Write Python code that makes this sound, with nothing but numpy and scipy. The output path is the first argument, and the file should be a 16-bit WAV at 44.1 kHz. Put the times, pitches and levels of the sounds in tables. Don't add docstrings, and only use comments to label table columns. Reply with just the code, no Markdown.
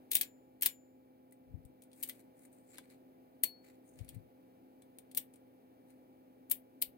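import sys
import numpy as np
from scipy import signal
from scipy.fft import rfft, irfft
from scipy.io import wavfile

SR = 44100
rng = np.random.default_rng(int(sys.argv[2]) if len(sys.argv) > 2 else 0)


def dump_mix(stems):
    frames = np.atleast_2d(stems).T
    limited = np.clip(frames, -1, 1)
    pcm = np.round(limited * 32767).astype(np.int16)
    wavfile.write(sys.argv[1], SR, pcm)


N = 307377
TIME = np.arange(N) / SR
CUTOFF_HZ = 16000


def contacts(body_t60=0.038, likeness=0.44, spread_db=1.5, count=300):
    # (time [s], treble level [dB], body emphasis [dB], slip time before landing [s])
    impacts = [(0.1155, -28.5, -4.5, 0.0021), (0.1329, -36, 0, 0.00064), (0.146, -37, -9, .001),
               (0.153, -20.5, -8, .0006), (0.1595, -40, 3, .001), (.168, -29.5, -2, 0.00049),
               (0.1857, -42, -11, .0005), (0.2116, -26, -4.5, 0.00096), (0.232, -47, 7, 0.00046),
               (0.6107, -49, -5.5, .0004), (0.6225, -26, -8.5, .0016), (0.6322, -30.5, -2, .0005),
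               (0.65, -50, 8, .0005), (0.66, -22.5, -4, 0.0051), (0.665, -32.5, -3.5, .0006),
               (1.3106, -76.5, -10.5, 0.00043), (1.3237, -61.5, -7.5, 0.00091),
               (1.6514, -65.5, -6.5, .0005), (1.8207, -61, -0.5, 0.0011), (1.8363, -65.5, -2, .001),
               (1.916, -76, 12, .001), (1.931, -67.5, 8.5, .0008), (2.0274, -37.5, -10.5, 0.0012),
               (2.034, -35, -5.5, .002), (2.076, -55, -6, .002), (2.0886, -41, -20, 0.0008),
               (2.095, -43, 0, 0.0024), (2.773, -67, 13, .003), (2.783, -50, 5.5, .0002),
               (3.433, -37.5, -14, .001), (3.4362, -21, -10.5, 0.00011), (3.4415, -33, -7, .001),
               (3.9893, -65, 13, .0004), (4.047, -67, 0, .0005), (4.081, -77, 19, .001),
               (4.0898, -50.5, 0.5, 0.0011), (4.1464, -62, -11, .001), (4.821, -67.5, 2, .002),
               (4.986, -52.5, -3, .0004), (5.1138, -62, 2, .002), (5.1487, -43.5, -9.5, .0002),
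               (5.173, -26.5, -10, .003), (5.179, -39, -2, 0.0012), (5.3378, -66.5, 0.5, 0.0032),
               (5.358, -68, 2, .003), (6.4987, -45.5, -9.5, 0.0013), (6.5133, -23.5, -14, .003),
               (6.8178, -33.5, -12, 0.0021), (6.8233, -25.5, -10, .0003)]
    # (frequency [Hz], level [dB])
    lock_colour = [(60, -20), (250, -14.5), (600, -17), (1250, -21.5), (1900, -1), (3100, 3.5), (4300, 2),
                   (5300, -2.5), (6300, -2), (7700, 1), (8600, 8), (10500, 3), (13500, 7.5), (15700, 4)]
    # (frequency [Hz], level [dB], t60 [s])
    lock_modes = [(2280, 3, 0.055), (2700, -2.5, 0.017), (3320, -1.5, 0.096), (3630, 2, 0.05),
                  (4280, -1, 0.0093), (8450, -2, 0.065), (8270, -3, 0.048), (12800, -3.5, 0.047),
                  (13500, 0, 0.067), (14000, 0.5, .06)]
    rise_s, snap_s, half_snap_slip_s = .0003, .001, .00035
    scrape_db, snap_db = -9.5, 14
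    crowd_hz = np.linspace(80, CUTOFF_HZ, count) + rng.uniform(-25, 25, count)
    crowd = np.column_stack([crowd_hz, np.zeros(count), np.full(count, body_t60)])
    hz, mode_db, t60 = np.vstack([crowd, lock_modes]).T
    lead, attack = round(.012 * SR), round(.0035 * SR)
    t = TIME[:SR // 8] - lead / SR
    before, after = np.minimum(t, 0), np.maximum(t, 0)
    modes = from_db(-60 * after / t60[:, None]) * np.exp(2j * np.pi * hz[:, None] * t)
    modes = np.vstack([modes.real, modes.imag])
    body_band = at_hz([(600, 0), (1500, 1), (5500, 1), (8000, 0)], hz)
    bright_band = at_hz([(5500, 0), (8000, 1), (10500, 1), (11500, 0)], hz)
    treble = signal.butter(4, 11000, "high", fs=SR, output="sos")
    out = np.zeros((2, N))
    for time_s, level_db, body_db, slip_s in impacts:
        shared, own = rng.choice([-1, 1], len(modes)), rng.choice([-1, 1], (2, len(modes)))
        excitation = np.sqrt(likeness) * shared + np.sqrt(1 - likeness) * own
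        bright_db = -2.5 + .23 * (-24 - level_db) + .22 * body_db
        colour_db = at_hz(lock_colour, hz) + mode_db + bright_band * bright_db + body_band * body_db
        gains = from_db(colour_db + spread_db * rng.standard_normal(len(hz)))
        ringing = (excitation * np.tile(gains, 2)) @ modes
        scrape = from_db(scrape_db) * np.exp(before / slip_s)
        snap = from_db(snap_db) / (1 + (slip_s / half_snap_slip_s) ** 2)
        onset = .5 * (1 + np.tanh(t / rise_s))
        strike = onset * (1 + snap * np.exp(-(t / snap_s) ** 2))
        hit = ringing * (scrape + strike)
        treble_rms = signal.sosfilt(treble, hit[:, lead:lead + attack]).std()
        add(out, time_s + t[0], from_db(level_db) * hit / treble_rms)
    return out


def pings(pan_db=7.5):
    # (time [s], part, level [dB])
    struck_parts = [(.153, "spring", -58), (.2115, "spring", -59), (0.661, "spring", -55.5),
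                    (0.662, "housing", -53.5), (1.323, "key", -70.5), (2.095, "key", -49.5),
                    (2.785, "housing", -57.5), (2.784, "wafer", -57), (3.4361, "key ring", -41),
                    (4.822, "wafer", -71), (4.986, "wafer", -71), (5.15, "wafer", -66),
                    (5.173, "wafer", -54), (6.514, "housing", -61.5), (6.822, "key", -58.5)]
    part_modes = {"spring": [(7122, 1.5, 0.46), (7335, -3.5, 0.31)], "key ring": [(4380, -1, 0.36),
                  (2060, -3, .041), (2950, -4, 0.035), (8420, 12, .035)], "key": [(2015, 2, .06),
                  (2280, -4.5, 0.049), (2695, -6.5, 0.031), (4180, -9.5, 0.084)],
                  "wafer": [(2260, -3, 0.074), (3470, -1.5, 0.07), (4000, -5.5, .07)],
                  "housing": [(560, 0, .04), (800, -1.5, 0.013), (1020, 1.5, .041), (1280, -0.5, 0.031),
                  (1572, 5, .04)]}
    out, t = np.zeros((2, N)), TIME[:SR]
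    for time_s, part, level_db in struck_parts:
        ring = sum(from_db(db - 60 * t / t60) * np.sin(2 * np.pi * hz * t)
                   for hz, db, t60 in part_modes[part])
        add(out, time_s, panned(pan_db) * from_db(level_db) * ring)
    return out


def rubbing(grain_db=3.5, uneven_db=4.5, width_hz=650.0):
    # (time [s], length [s], level [dB], body emphasis [dB], resonance [Hz], resonance level [dB])
    strokes = [(1.967, 0.013, -57, -3.5, 9050, -15), (2, .17, -64.5, 2.5, 11800, -12),
               (2.376, .07, -70, -2.5, 9120, -13.5), (2.522, 0.18, -79, -2, 8800, -5.5),
               (2.707, .02, -72.5, 5.5, 7460, 5), (2.745, 0.065, -71.5, 13, 8560, -6),
               (2.904, 0.022, -71, 5.5, 4060, -21), (3.649, 0.034, -68, 10.5, 7300, -12.5),
               (3.887, .055, -85, -10.5, 6550, 1.5), (3.851, 0.16, -83, -20, 8900, 2),
               (3.977, 0.17, -74.5, 12, 11200, -9), (5.88, 0.054, -78, 7, 9500, -7)]
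    # (frequency [Hz], spectral density [dB])
    rub_colour = [(900, -12.5), (1600, -1), (2300, 3.5), (3200, -10), (4200, -1.5), (5300, -9), (7400, 2),
                  (8700, 6), (10500, 2.5), (13000, 3), (15500, 1)]
    catches_per_s, catch_db, catch_decay_s = 40, 3.5, .0032
    out, t = np.zeros((2, N)), TIME[:SR // 2] - .1
    hz = np.fft.rfftfreq(len(t), 1 / SR)
    body_band = at_hz([(4500, 1), (7000, 0)], hz)
    friction = rms_one(from_db(at_hz(rub_colour, hz)))
    impulses = rng.random(N) < catches_per_s / SR
    catches = signal.lfilter([1], [1, -np.exp(-1 / (catch_decay_s * SR))], impulses + 1e-18)
    roughness = from_db(grain_db * drift(460) + uneven_db * drift(44))
    grip = roughness * (1 + from_db(catch_db) * catches)
    grains = rms_one(rng.standard_normal((2, N)) * grip)
    for time_s, length_s, level_db, body_db, peak_hz, peak_db in strokes:
        start = round((time_s + t[0]) * SR)
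        resonance = rms_one(np.abs(1 / (1 + 2j * (hz - peak_hz) / width_hz)) ** 2)
        colour = friction * from_db(body_db * body_band) + from_db(peak_db) * resonance
        stroke = grains[:, start:start + len(t)] * swell(t, length_s, rise_s=.014, fall_s=.03)
        add(out, time_s + t[0], from_db(level_db) * irfft(rfft(stroke) * colour, len(t)))
    return out


def bumps(pan_db=52.0, gain_db=-0.5, rumble_db=-15):
    # (time [s], level [dB], frequency [Hz])
    thuds = [(1.544, -33.5, 90), (1.656, -48, 55), (4.011, -35, 100), (4.167, -35, 110), (6.882, -62, 50)]
    # (frequency [Hz], spectral density [dB])
    skin_colour = [(20, -34), (55, 1.5), (100, -3), (170, -2), (300, -36.5), (700, -74)]
    out, rumble = np.zeros(N), from_db(rumble_db) * coloured(rng.standard_normal(N), skin_colour)
    for time_s, level_db, hz in thuds:
        t = TIME - time_s
        thud = swell(t, 0, rise_s=.0034, fall_s=.012) * np.sin(2 * np.pi * hz * t)
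        out += from_db(level_db) * (thud + rumble * swell(t, 0, rise_s=.027, fall_s=.043))
    return from_db(gain_db) * panned(pan_db) * out


def placed(x, lag_s=.00018):
    # (frequency [Hz], left minus right [dB])
    balance = [(500, 3), (2500, 2.5), (8000, 4), (13000, 7)]
    hz = np.fft.rfftfreq(N, 1 / SR)
    gains = from_db(at_hz(balance, hz) * np.array([[.5], [-.5]]))
    delay = np.exp(-2j * np.pi * hz * lag_s * np.array([[0], [1]]))
    return irfft(rfft(x) * delay * gains / np.sqrt(np.mean(gains ** 2, axis=0)), N)


def room(x, wet_db=-16.0, desk_db=-14.0, desk_t60=0.018, bass_db_per_decade=7.5, bands=9):
    # (frequency [Hz], t60 [s])
    room_t60 = [(200, 0.31), (2000, 0.16), (8000, 0.11), (13000, 0.15)]
    t = TIME[:SR // 2]
    edges = np.geomspace(150, 17000, bands + 1)
    white, response = rng.standard_normal((bands, 2, len(t))), 0
    for noise, low, high in zip(white, edges, edges[1:]):
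        hz = np.sqrt(low * high)
        tail = rms_one(from_db(-60 * t / at_hz(room_t60, hz)) * (t > .008))
        early = rms_one(from_db(-60 * t / desk_t60) * (t > .003))
        decay = np.hypot(from_db(wet_db) * tail, from_db(desk_db) * early) / np.sqrt(len(t))
        band = signal.sosfilt(signal.butter(2, [low, high], "band", fs=SR, output="sos"), noise * decay)
        response = response + band * from_db(bass_db_per_decade * np.log10(edges[-1] / hz))
    return signal.fftconvolve(x, response, axes=1)[:, :N]


def fan(air_db=-64.5, air_pan_db=1.5, wander_rad=0.25, lag_s=.00045):
    # (frequency [Hz], spectral density [dB])
    air_colour = [(18, -73), (30, -35), (90, -21.5), (112, -24), (221, -14.5), (259, -9.5), (280, -9.5),
                  (526, -17.5), (780, -21), (844, -25), (1130, -33), (2290, -37.5), (6900, -51),
                  (14800, -39), (16000, -44.5)]
    # (frequency [Hz], left-right correlation)
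    air_coherence = [(40, .2), (130, 0.84), (260, 1), (500, 0), (1000, 0.61), (15000, 0.24)]
    # (time [s], level [dB])
    air_swell = [(0, 2), (.5, -1.5), (.9, -2.5), (1.7, -1.5), (2.3, 0.5), (4.6, 0.5), (6.97, 0)]
    # (frequency [Hz], rms level [dB])
    tones = [(119.5, -79.5), (258, -65), (515.5, -72), (839.5, -77), (2320, -92.5), (9001, -103)]
    alike = at_hz(air_coherence, np.fft.rfftfreq(N, 1 / SR))
    mid, side = rfft(rng.standard_normal((2, N)))
    air = irfft(np.sqrt(1 + alike) * mid + np.sqrt(1 - alike) * side * [[1], [-1]], N)
    hum = sum(from_db(db) * np.sqrt(2) * np.sin(2 * np.pi * hz * TIME + wander_rad * drift(16))
              for hz, db in tones)
    air_gain = from_db(air_db + np.interp(TIME, *np.transpose(air_swell)))
    left, right = air_gain * panned(air_pan_db) * coloured(air, air_colour) + hum
    return np.array([np.interp(TIME - lag_s, TIME, left), right])


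def whine(hz=14686, level_db=-90):
    return from_db(level_db) * np.sqrt(2) * np.sin(2 * np.pi * hz * TIME + drift(25))


def from_db(db):
    return 10 ** (np.asarray(db) / 20)


def rms_one(x):
    return x / np.sqrt(np.mean(x ** 2) + 1e-20)


def at_hz(points, hz):
    table = np.array(points)
    return np.interp(np.log(np.maximum(hz, 1)), np.log(table[:, 0]), table[:, 1])


def panned(pan_db):
    return rms_one(from_db([[pan_db / 2], [-pan_db / 2]]))


def add(out, start_s, sound):
    i = max(round(start_s * SR), 0)
    out[:, i:i + sound.shape[-1]] += sound[..., :N - i]


def drift(per_s):
    knots = rng.standard_normal(4000)
    return np.interp(TIME * per_s, np.arange(len(knots)), knots)


def coloured(x, spectrum):
    hz = np.fft.rfftfreq(N, 1 / SR)
    return rms_one(irfft(rfft(x) * from_db(at_hz(spectrum, hz)), N))


def swell(t, length_s, rise_s, fall_s):
    return np.exp(np.minimum(t, 0) / rise_s - np.maximum(t - length_s, 0) / fall_s)


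def scene():
    lock = placed(contacts() + rubbing())
    return lock + room(lock) + pings() + bumps() + fan() + whine()


def record(dry):
    return signal.sosfilt(signal.ellip(10, .2, 80, CUTOFF_HZ, fs=SR, output="sos"), dry)


dry = scene()
out = record(dry)
dump_mix(out)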